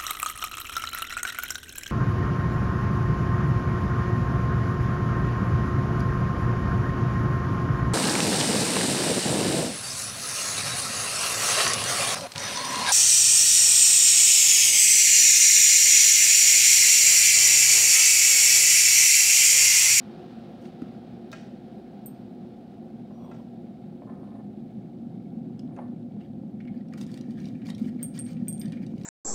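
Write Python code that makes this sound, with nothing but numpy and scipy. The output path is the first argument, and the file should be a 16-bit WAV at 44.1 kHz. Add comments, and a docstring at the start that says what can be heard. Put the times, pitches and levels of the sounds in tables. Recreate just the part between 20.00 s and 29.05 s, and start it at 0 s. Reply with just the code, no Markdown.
"""Kitchen worktop, with a faint hum: an electric kettle simmers, hisses and rumbles from the start (filtered pops).
Early taps, a bump and a rough jar knock come first, then a light clink on a mug (decaying modes).
The mug, then a ceramic tea jar, scrape over stone (stick-slip grit), as the rumble swells and the hiss fades.
Single low bubble thuds join in (short tones); a plastic dispenser is picked up, rubbed and clicked (resonated noise).
Last, small hard clinks ring the mug among the clicks."""
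import sys
import numpy as np
from scipy import signal
from scipy.fft import rfft, irfft
from scipy.io import wavfile

SR = 44100
rng = np.random.default_rng(int(sys.argv[2]) if len(sys.argv) > 2 else 0)


def master(y):
    """Save y as 16-bit WAV."""
    cut = np.clip(np.atleast_2d(y).T, -1, 1)
    pcm = np.round(cut * 32767)  # scale
    wavfile.write(sys.argv[1], SR, pcm.astype(np.int16))


N = 399105
TIME = np.arange(N) / SR


def undb(db):
    """Decibels to gain."""
    return 10 ** (np.asarray(db) / 20)


def unit(x):
    """Scale to rms 1."""
    return x / np.sqrt(np.mean(x ** 2))


def peak_unit(x):
    """Scale to peak 1."""
    return x / np.abs(x).max()


def add(out, start_s, x):
    """Mix x into out at start_s."""
    i = max(int(start_s * SR), 0)
    out[i:i + len(x)] += x[:max(N - i, 0)]


def colour(x, points, size=4096):
    """Minimum-phase filter through (freq_hz, level_db) points."""
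    hz, db = np.transpose(points)
    f = np.maximum(np.fft.rfftfreq(size, 1 / SR), 1)
    log_gain = np.log(undb(np.interp(np.log(f), np.log(hz), db)))
    cepstrum = irfft(log_gain)
    # Folding the cepstrum makes the filter causal.
    cepstrum[1:size // 2] *= 2
    cepstrum[size // 2 + 1:] = 0
    impulse = irfft(np.exp(rfft(cepstrum)))
    return signal.fftconvolve(x, impulse)[:len(x)]


def resonate(x, hz, width_hz):
    """Two-pole resonance, gain 1 at the centre."""
    return signal.lfilter(*signal.iirpeak(hz, hz / width_hz, fs=SR), x)


def resonate_twice(x, hz, width_hz):
    """Two equal resonances in series: steeper skirts."""
    return resonate(resonate(x, hz, width_hz), hz, width_hz)


def lowpass(x, order, cutoff_hz):
    """Butterworth low-pass."""
    return signal.sosfilt(signal.butter(order, cutoff_hz, fs=SR, output="sos"), x)


def walk(knots_per_s):
    """Random wander, straight between knots, with a spread near 1."""
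    knots = rng.standard_normal(2000)
    return 1.2 * np.interp(TIME * knots_per_s, np.arange(len(knots)), knots)


def pops(rate_per_s, spread_db):
    """Random impulses of uneven size and sign, rms 1."""
    hit = rng.random(N) < rate_per_s / SR
    size = undb(spread_db * np.clip(rng.standard_normal(N), -2, 2))
    return unit(hit * size * rng.choice([-1, 1], N))


def gesture(start_s, length_s, attack_s, release_s):
    """Envelope of one movement: linear rise, hold, exponential decay."""
    rise = np.clip((TIME - start_s) / attack_s, 0, 1)
    return rise * np.exp(-np.clip((TIME - start_s - length_s) / release_s, 0, 20))


def ring(x, modes):
    """A pot's modes driven by x, rms 1; shorter t60 means a wider resonance."""
    return unit(sum(undb(db) * resonate(x, hz, 2.2 / t60_s) for hz, db, t60_s in modes))


def strike(modes, bright_db_per_octave, scatter_db, crack, crack_s):
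    """One blow, peak 1: modes of randomly scattered level plus a noise crack through the same modes."""
    t = TIME[:SR // 3]
    hz, db, t60_s = np.transpose(modes)
    tilt_db = bright_db_per_octave * np.log2(hz / hz.mean())
    gain = undb(db + tilt_db + scatter_db * rng.standard_normal(len(hz)))
    onset = 1 - np.exp(-t / (crack_s / 6))  # a longer contact starts the ring more gently
    decaying = np.sin(2 * np.pi * hz[:, None] * t) * undb(-60 * t / t60_s[:, None])
    tones = onset * (gain @ decaying)
    burst = rng.standard_normal(len(t)) * np.exp(-t / crack_s)
    cracks = sum(g * resonate_twice(burst, f, f / 3) for f, g in zip(hz, gain))
    return peak_unit(tones + crack * cracks)


def kitchen(x, wet_db, t60_s=0.28):
    """Tiles and cupboards return a short, decaying noise tail."""
    t = TIME[:SR // 2]
    tail = rng.standard_normal(len(t)) * undb(-60 * t / t60_s) * (1 - np.exp(-t / 0.0011))
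    tail = tail / np.sqrt(np.sum(tail ** 2))
    tail = colour(tail, [(200, -9), (2000, 5.0), (6000, -2.0), (15000, -6.5)])
    return x + undb(wet_db) * signal.fftconvolve(x, tail)[:N]


# room noise spectrum: freq_hz, level_db
FLOOR_COLOUR = [(25, -7.5), (40, 20), (60, 33), (120, 33), (500, 7), (3000, -5), (9000, -6), (15500, -19.5)]


def background():
    """A low wavering appliance hum (wandering phase and level) over faint room noise."""
    hum = np.sin(2 * np.pi * 56 * TIME + 0.41 * walk(7.7)) * undb(-68.0 + 1.7 * walk(3.2))
    return hum + unit(colour(rng.standard_normal(N), FLOOR_COLOUR)) * undb(-64.5)


# foot rings squeaking on high pot modes: start_s, length_s, level_db, pitch_hz
SQUEAKS = [(3.108, .11, -75.5, 5790), (3.16, .24, -78, 3375), (3.13, .27, -85, 14200),
           (3.15, .25, -86, 8530), (4.06, .33, -86, 9280), (5.69, .13, -82, 9280)]
SQUEAK_ATTACK_S, SQUEAK_RELEASE_S = 0.04, 0.05


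def squeak():
    """Uneven stick-slip gives thin, faltering tones that swell and fade with each push."""
    waver_rad = .8 * walk(55)
    flutter = undb(3 * walk(40))
    tones = 0
    for start_s, length_s, db, hz in SQUEAKS:
        push = gesture(start_s, length_s, SQUEAK_ATTACK_S, SQUEAK_RELEASE_S)
        tones = tones + undb(db) * np.sin(2 * np.pi * hz * TIME + waver_rad) * push
    return flutter * tones


# scrape spectrum: freq_hz, level_db
SCRAPE_COLOUR = [(300, -9), (620, 17), (850, 10), (1080, 11.5), (1450, -10), (1800, -15), (2400, -23),
                 (5000, -42), (15000, -49)]


def slide(modes, sing_db, soft_hz):
    """An unglazed foot ring catches and slips on the stone; the pot's lower modes sing along."""
    grit = pops(700, 4.5) * undb(3 * walk(45))
    singing = ring(lowpass(grit, 6, soft_hz), modes)
    return unit(unit(colour(grit, SCRAPE_COLOUR)) + singing * undb(sing_db))


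# pots sliding on stone: start_s, fastest_s, stop_s, reference_db (2.75 dB above fastest), pot
SLIDES = [(3.13, 3.26, 3.40, -51.5, "mug"), (4.06, 4.11, 4.14, -49, "jar"),
          (4.16, 4.24, 4.40, -50.5, "jar"), (5.67, 5.71, 5.76, -56, "jar"), (5.765, 5.79, 5.90, -48, "jar")]
# foot rings catching on the stone: start_s, peak_db
CATCHES = [(3.107, -47), (4.02, -40), (4.098, -39), (4.23, -44.5), (4.273, -46), (4.312, -50), (4.353, -46),
           (5.775, -39.5), (5.7887, -32.5), (5.823, -42), (5.853, -47)]
# jar rocking on its foot ring: freq_hz, level_db, t60_s
FOOT_MODES = [(530, -1, .04), (610, 3, .04), (690, 3, .04), (790, -2, .04), (1025, 4, .1), (1210, -4, .07),
              (1750, -4, .11), (2045, -12, .09), (2355, -18, .08)]
# spectrum of a dull catch: freq_hz, level_db
FOOT_CONTACT_COLOUR = [(300, -10), (550, 5), (1000, -3), (1800, -1), (2600, -9.5), (8000, -37)]
SLIDE_SWELL_DB = 5.5  # rise from first movement to full speed
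SLIDE_EDGE_S = .022  # attack and release
CATCH_DECAY_S, CATCH_RING_DB = 0.0088, -3


def slides():
    """Mug, then jar, scrape louder with speed; each catch is a sudden release plus grinding."""
    scrape = {
        "mug": slide(MUG_MODES, sing_db=-21, soft_hz=3400),
        "jar": slide(FOOT_MODES, sing_db=6, soft_hz=2000),
    }
    out, t = np.zeros(N), TIME[:SR // 6]
    for start_s, fastest_s, stop_s, db, pot in SLIDES:
        speed = np.interp(TIME, [start_s, fastest_s, stop_s], [0, 1, 0])
        envelope = gesture(start_s, stop_s - start_s, SLIDE_EDGE_S, SLIDE_EDGE_S)
        out += scrape[pot] * envelope * undb(db - SLIDE_SWELL_DB * (1.5 - speed))
    for start_s, db in CATCHES:
        push = rng.standard_normal(len(t)) * np.exp(-t / CATCH_DECAY_S)
        push[0] += 8  # sudden release ahead of the grinding
        rocking = ring(colour(push, FOOT_CONTACT_COLOUR), FOOT_MODES)
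        clunk = unit(colour(push, SCRAPE_COLOUR)) + undb(CATCH_RING_DB) * rocking
        add(out, start_s, undb(db) * peak_unit(clunk))
    return out


# jar knocks: start_s, peak_db, bright_db_per_octave
KNOCKS = [(1.3163, -40, 3.5), (1.3281, -29.5, -7.5), (1.333, -37.5, -5), (3.314, -42, -10.5),
          (3.345, -50, -9), (5.763, -48.5, -9)]
# dull worktop bumps: start_s, level_db, pitch_hz
BUMPS = [(0.8202, -23.5, 270)]
# tea jar: freq_hz, level_db, t60_s
JAR_MODES = [(641, -11, .13), (1030, -18, .06), (1357, -2, .07), (1615, -2, .065), (1830, -6, .04),
             (1950, -8, .04), (2186, -7, .05), (2485, 0, .035), (3070, -10, .05), (3780, 1, .045),
             (4440, -1, .03), (5050, -3, .03), (5640, -4, .035), (6500, -22, .03), (9280, -30, .08),
             (15000, -17, .04)]


def crockery():
    """A rough contact rings the jar's modes; a worktop bump is a low tone under a short swell."""
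    out, t = np.zeros(N), TIME[:SR // 10]
    for start_s, db, bright_db in KNOCKS:
        knock = strike(JAR_MODES, bright_db, scatter_db=1.5, crack=4.5, crack_s=.006)
        add(out, start_s, undb(db) * knock)
    swell = t / 0.0031
    for start_s, db, hz in BUMPS:
        add(out, start_s, undb(db) * np.cos(2 * np.pi * hz * t) * (swell * np.exp(1 - swell)) ** 2)
    return out


# jar chattering after a knock: start_s, length_s, level_db
RATTLES = [(1.341, 0.026, -55), (3.325, .035, -67.5)]
# chatter spectrum: freq_hz, level_db
RATTLE_COLOUR = [(900, -29), (1500, 2), (2400, -4), (3000, -1), (3800, -5.5), (5700, -7), (7000, -14),
                 (9000, -18), (11000, -35), (16000, -30)]
RATTLE_ATTACK_S, RATTLE_RELEASE_S, RATTLE_PER_S = 0.011, 0.076, 2200


def rattle():
    """After a knock the foot ring chatters in dense, fading bounces that keep the jar ringing."""
    chatter = unit(colour(pops(RATTLE_PER_S, 2.5), RATTLE_COLOUR))
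    chatter = unit(chatter + .45 * ring(chatter, JAR_MODES))
    gain = sum(undb(db) * gesture(start_s, length_s, RATTLE_ATTACK_S, RATTLE_RELEASE_S)
               for start_s, length_s, db in RATTLES)
    return chatter * gain


# light hard blows: start_s, peak_db, middle_modes_db, top_modes_db, ring_share (of t60), click_db (re peak_db)
CLINKS = [(2.06, -31.5, -3, 18, 0.78, -25), (8.0291, -24, 0, -1, 1.02, -1),
          (8.1904, -27, -7, -18, 1.03, -14), (8.2508, -41, -11, -11, 0.91, -9),
          (8.4824, -22, -9, 2, 0.86, -10), (8.527, -31, -10, -14, 0.93, -9), (8.596, -34, -6, 6, 1.06, -14)]
# mug: freq_hz, level_db, t60_s
MUG_MODES = [(3316, -34, .15), (3386, -30, .15), (4480, -35, .06), (4797, -30, .1), (5790, -25, .09),
             (5845, -26, .07), (8511, -12, .22), (8548, 3, .11), (8590, -6, .04), (8695, -2, .18),
             (8870, -19, .08), (9836, -14, .2), (10270, -23, .11), (10912, -14, .1), (12450, -12, .09),
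             (12600, -20, .12), (12690, -21, .12), (12955, -21, .13), (14180, -7, .1), (14380, -17, .05),
             (14560, -21, .05)]
# spectrum of the hard contact: freq_hz, level_db
CLICK_COLOUR = [(1500, -17), (5000, -20), (8500, -4), (11000, -17), (15000, -6)]
CLICK_DECAY_S = 0.001


def clinks():
    """Small hard things, a spoon or a tablet, click and ring the mug; each spot favours other modes."""
    out, t = np.zeros(N), TIME[:SR // 10]
    hz, mode_db, t60_s = np.transpose(MUG_MODES)
    middle, top = (hz > 9400) & (hz < 13400), hz > 13400
    for start_s, db, middle_db, top_db, ring_share, click_db in CLINKS:
        spot_db = mode_db + middle_db * middle + top_db * top
        modes = np.transpose([hz, spot_db, t60_s * ring_share])
        add(out, start_s, undb(db) * strike(modes, 0, scatter_db=1, crack=0, crack_s=.001))
        click = colour(rng.standard_normal(len(t)) * np.exp(-t / CLICK_DECAY_S), CLICK_COLOUR)
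        add(out, start_s, undb(db + click_db) * peak_unit(click))
    return out


def shifting(x, knots_per_s, depth_db):
    """The contact point moves, so each band comes and goes on its own."""
    centres_hz = np.geomspace(900, 13000, 9)
    bands = (unit(resonate_twice(x, hz, hz / 2)) * np.sqrt(hz) for hz in centres_hz)
    return unit(sum(undb(depth_db * walk(knots_per_s)) * band for band in bands))


def grains(rate_per_s):
    """Tiny catches, each ringing briefly at one of 36 pitches; the rate is per pitch."""
    centres_hz = np.geomspace(1100, 15000, 36)
    bands = (unit(resonate_twice(pops(rate_per_s, 3.5), hz, 200 + hz / 25)) * np.sqrt(hz)
             for hz in centres_hz)
    return unit(sum(bands))


# hollow plastic case: freq_hz, width_hz, doubled_level_db (halved when played)
CASE_MODES = [(1376, 53, 0), (2350, 140, 6.5), (2940, 240, 0), (3780, 110, -10), (4180, 57, -4),
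              (4760, 390, -1), (6600, 130, -6)]
CASE_RING_DB = -7


def hollow(x):
    """Friction on the plastic case, coloured by its resonances, rms 1."""
    ringing = sum(undb(db / 2) * resonate(x, hz, width_hz) for hz, width_hz, db in CASE_MODES)
    return unit(unit(x) + undb(CASE_RING_DB) * unit(ringing))


# finger and sleeve strokes: start_s, length_s, scuff_db, crackle_db
STROKES = [(0.6, 0.087, -72, -69), (6.192, 0.074, -68, -81), (6.73, 0.084, -65.5, -88),
           (6.967, 0.071, -70, -58.5), (7.063, 0.13, -64.5, -65), (7.292, 0.047, -72, -68),
           (7.364, 0.12, -64, -66), (7.648, 0.06, -57, -57.5), (7.776, 0.12, -64.5, -62),
           (7.998, 0.046, -60, -69), (8.134, 0.059, -56.5, -57.5), (8.26, 0.073, -61.5, -61.5),
           (8.596, 0.083, -61.5, -73), (8.708, 0.062, -67, -69), (8.812, 0.032, -60.5, -69),
           (8.988, 0.034, -73, -67)]
# dull scuff spectrum: freq_hz, level_db
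SCUFF_COLOUR = [(600, -14), (1050, -8.5), (1400, 0), (1750, 5.5), (2250, 3), (2700, -4), (3300, -5),
                (4200, -8), (7000, -28), (16000, -33)]
# bright crackle spectrum: freq_hz, level_db
RUSTLE_COLOUR = [(800, -1.5), (2000, -12), (3400, -10), (4900, -9.5), (5800, -9.5), (7000, -13.5),
                 (9000, -12), (11000, -22), (16000, -17)]
STROKE_ATTACK_S, STROKE_RELEASE_S = 0.013, 0.0054
HELD_FROM_S, GRIP_SCUFF_DB, GRIP_CRACKLE_DB = 6.9, -72.5, -75.5


def rubbing():
    """Fingers scuff the hollow case; sleeve and nails add a bright crackle of tiny catches."""
    drags = shifting(pops(800, 3.5) * undb(1.5 * walk(110)), knots_per_s=60, depth_db=3)
    catches = (grains(rate_per_s=330) + .4 * pops(4000, 3)) * undb(1.8 * walk(120))
    scuff = hollow(colour(drags, SCUFF_COLOUR))
    crackle = hollow(colour(catches, RUSTLE_COLOUR))
    grip = (HELD_FROM_S, TIME[-1] - HELD_FROM_S, GRIP_SCUFF_DB, GRIP_CRACKLE_DB)
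    scuff_gain = crackle_gain = 0
    for start_s, length_s, scuff_db, crackle_db in STROKES + [grip]:
        pressure = gesture(start_s, length_s, STROKE_ATTACK_S, STROKE_RELEASE_S)
        scuff_gain = np.maximum(scuff_gain, pressure * undb(scuff_db))
        crackle_gain = np.maximum(crackle_gain, pressure * undb(crackle_db))
    return scuff * scuff_gain + crackle * crackle_gain


# soft fingertip pats: start_s, peak_db, centre_hz
PATS = [(6.206, -53.5, 2640), (6.601, -46, 2060), (6.673, -45.5, 2130), (6.922, -50, 1800),
        (7.378, -50.5, 1650), (7.546, -53, 2450), (7.615, -49.5, 2460), (7.99, -51, 1970),
        (8.365, -51, 2360), (8.471, -47.5, 2320), (8.726, -45, 2370), (8.768, -49, 2130)]
PAT_RISE_S, PAT_WIDTH_HZ = 0.005, 480


def pats():
    """A fingertip lands softly: slow-rising noise, one case resonance and a scuff."""
    out, t = np.zeros(N), TIME[:SR // 10]
    for start_s, db, hz in PATS:
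        contact = rng.standard_normal(len(t)) * t * np.exp(-t / PAT_RISE_S)
        case = unit(resonate_twice(contact, hz, PAT_WIDTH_HZ))
        pat = case + undb(2.5) * unit(colour(contact, SCUFF_COLOUR))
        add(out, start_s, undb(db) * peak_unit(pat))
    return out


GRIP_TICK_DB, GRIP_TICK_HZ = -58, 3200  # middle of the random range


def grip_ticks(count):
    """Faint taps of the shifting grip at chance times, strengths and spots: rows like TAPS."""
    held_s = TIME[-1] - HELD_FROM_S
    return [(HELD_FROM_S + when * held_s, GRIP_TICK_DB + 8 * (force - .5),
             GRIP_TICK_HZ * 2 ** (spot - .5), -7)
            for when, force, spot in rng.random((count, 3))]


# plastic clicks and nail taps: start_s, peak_db, centre_hz, snap_db (broadband, re case)
TAPS = [(0.653, -47, 3420, -16), (0.819, -41, 1770, -11), (5.593, -42, 4160, 3), (6.652, -52, 2060, -12),
        (6.8843, -54.5, 3940, 0), (6.9362, -39, 1750, -5), (6.977, -42.5, 1300, -2), (7.0119, -37, 4270, 4),
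        (7.028, -49, 3800, -1), (7.0657, -44, 4760, 7), (7.1157, -45, 5600, 2), (7.1414, -39, 3160, 6),
        (7.1748, -41, 2920, 6), (7.2105, -43, 4500, -2), (7.3083, -48, 3420, 6), (7.402, -46, 4400, -7),
        (7.4436, -47, 3400, -7), (7.4549, -40.5, 4340, -9), (7.486, -48, 4430, -3), (7.6589, -48, 1840, -4),
        (7.668, -40, 3400, 17), (7.688, -37.5, 1700, -14), (7.7017, -34, 3530, 2),
        (7.7483, -40.5, 3800, -3), (7.7812, -45, 3180, 2), (8.1514, -49, 4250, 8), (8.1765, -39, 5330, 1),
        (8.195, -41, 2130, 2), (8.2645, -46, 4970, 6), (8.578, -51, 5100, -3), (8.6142, -37, 3700, -2),
        (8.6566, -42.5, 4600, 1), (8.681, -49, 3230, 2), (8.722, -42, 2640, 9), (8.865, -44, 4630, 1),
        (8.98, -51, 4540, -1), (9.0134, -47, 2980, -7), (9.035, -45, 4340, 3)]
# plastic snap spectrum: freq_hz, level_db
PLASTIC_COLOUR = [(400, -8), (1000, 5), (1400, -4), (2400, -1.5), (4800, 5.5), (6500, -3.5), (10000, -6),
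                  (16000, -28)]


def dispenser():
    """Plastic snaps die in milliseconds; each spot of the case has its own pitch and few modes."""
    out, t = np.zeros(N), TIME[:SR // 10]
    for start_s, db, hz, snap_db in TAPS + grip_ticks(count=8):
        contact = rng.standard_normal(len(t)) * (np.exp(-t / .0025) + .1 * np.exp(-t / .012))
        detune = 1 + .05 * rng.standard_normal(4)
        modes_hz = np.minimum(hz * np.geomspace(.65, 1.3, 4) * detune, .4 * SR)
        case = sum(resonate_twice(contact, f, 520) for f in modes_hz)
        tap = unit(case) + undb(snap_db) * unit(colour(contact, PLASTIC_COLOUR))
        add(out, start_s, undb(db) * peak_unit(tap))
    return out


# bubble ticks on the kettle wall: centre_hz, width_hz (each of two filters), rate_per_s, level_db
WALL_TICKS = [(2210, 240, 34, -84), (3400, 1500, 5, -89)]


def wall_ticks():
    """Single small bubbles tick against the kettle wall."""
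    return sum(undb(db) * unit(resonate_twice(pops(rate_per_s, 2.2), hz, width_hz))
               for hz, width_hz, rate_per_s, db in WALL_TICKS)


# large bubbles collapsing on the hot plate: start_s, level_db, pitch_hz
THUDS = [(4.777, -29.5, 200), (5.327, -30, 225), (5.367, -26.5, 225), (6.706, -23, 208), (7.813, -20, 223),
         (7.859, -21, 232), (8.42, -21, 205), (8.678, -27, 177)]
THUD_RISE_S = 0.0074


def thuds():
    """The largest bubbles collapse alone, a few low cycles each."""
    out, t = np.zeros(N), TIME[:SR // 10]
    swell = t / THUD_RISE_S
    for start_s, db, hz in THUDS:
        add(out, start_s, undb(db) * np.sin(2 * np.pi * hz * t) * (swell * np.exp(1 - swell)) ** 2)
    return out


# surges of larger bubbles: start_s, length_s, rise_db (over the rumble)
SURGES = [(0.76, 0.41, 1.5), (5.3, 0.43, 2)]
SURGE_ATTACK_S, SURGE_RELEASE_S = 0.17, 0.026
RUMBLE_DB, SWELL_FROM_S, SWELL_DB_PER_S = -42, 2.58, 1.3659  # level before the low-pass


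def rumble_level():
    """Gain of the rumble: level, then a steady climb in dB as the boil nears, with brief surges."""
    surges_db = sum(db * gesture(start_s, length_s, SURGE_ATTACK_S, SURGE_RELEASE_S)
                    for start_s, length_s, db in SURGES)
    return undb(RUMBLE_DB + SWELL_DB_PER_S * np.maximum(TIME - SWELL_FROM_S, 0) + surges_db)


# kettle body and water: freq_hz, base_width_hz (widened when played), level_db
BODY_MODES = [(78.4, 5.3, -20.5), (99.7, 6.2, -30), (119.2, 10.1, -5), (134.4, 41, -12.5),
              (144.4, 8.5, -8.5), (162.8, 8.6, -0.5), (196.7, 13.7, -1), (219.4, 27.8, 0), (241.4, 19.8, 1),
              (263.7, 9.2, -12), (292.4, 23.3, -10.5), (352.4, 20.5, -15), (522.5, 43, -21)]
# simmer spectrum: freq_hz, level_db
SIMMER_COLOUR = [(250, -22), (320, 2.5), (352, 14), (400, 3), (440, -1.5), (480, 0.5), (520, 2),
                 (600, -5.5), (705, 4.5), (790, -0.5), (890, -12), (1100, -44)]
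# fizz spectrum: freq_hz, level_db
FIZZ_COLOUR = [(600, 8), (950, 6), (1180, 4.5), (1350, 6), (2000, -1), (3800, -1.5), (5000, -7.5),
               (6500, -18.5), (10000, -26.5), (16000, -41)]
RUMBLE_TOP_HZ = 870
# As the water warms, bubbles live longer: simmer sinks steadily, fizz decays to a rest level.
SIMMER_DB, SIMMER_FALL_DB_PER_S = -47, 1.0
FIZZ_START_DB, FIZZ_REST_DB, FIZZ_FADE_S = -55.5, -71.5, 3.29


def kettle():
    """Big bubbles thump the body, one pop train per mode; middling ones simmer, tiny ones fizz."""
    body = 0
    for hz, width_hz, db in BODY_MODES:
        thumps = pops(700, 3.14)  # bubbles at different places on the hot plate reach different modes
        body = body + undb(db) * resonate_twice(thumps, hz, 1.84 * width_hz)
    lone = resonate_twice(pops(14, 3), 215, 110)  # now and then one stands out
    rumble = unit(unit(body) + undb(-11.5) * unit(lone)) * rumble_level()
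    rumble = lowpass(rumble, 2, RUMBLE_TOP_HZ)

    simmer_db = SIMMER_DB - SIMMER_FALL_DB_PER_S * TIME
    simmer = unit(colour(pops(1800, 1.3), SIMMER_COLOUR)) * undb(simmer_db)

    fizz = unit(colour(pops(6000, 1.4), FIZZ_COLOUR))
    fizz = fizz + ring(fizz, JAR_MODES) * undb(-25.0)  # the open jar colours the hiss like a seashell
    fizz_db = FIZZ_REST_DB + (FIZZ_START_DB - FIZZ_REST_DB) * np.exp(-TIME / FIZZ_FADE_S)
    return rumble + simmer + unit(fizz) * undb(fizz_db + 0.53 * walk(26))


def scene():
    """Kettle and handling on one worktop; handling and knocks get the room tail."""
    handling = clinks() + dispenser() + pats() + rubbing() + slides() + rattle() + squeak()
    near = kitchen(handling, wet_db=-9)
    boiling = kettle() + thuds() + wall_ticks()
    return (boiling + near + kitchen(crockery(), wet_db=-8) + background())[None]


TOP_HZ = 15850


def record(dry):
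    """The microphone drops the deepest bass and the very top."""
    dry = signal.sosfilt(signal.butter(4, 40, "high", fs=SR, output="sos"), dry)
    return signal.sosfilt(signal.ellip(10, .2, 80, TOP_HZ, fs=SR, output="sos"), dry)


dry = scene()
out = record(dry)
master(out)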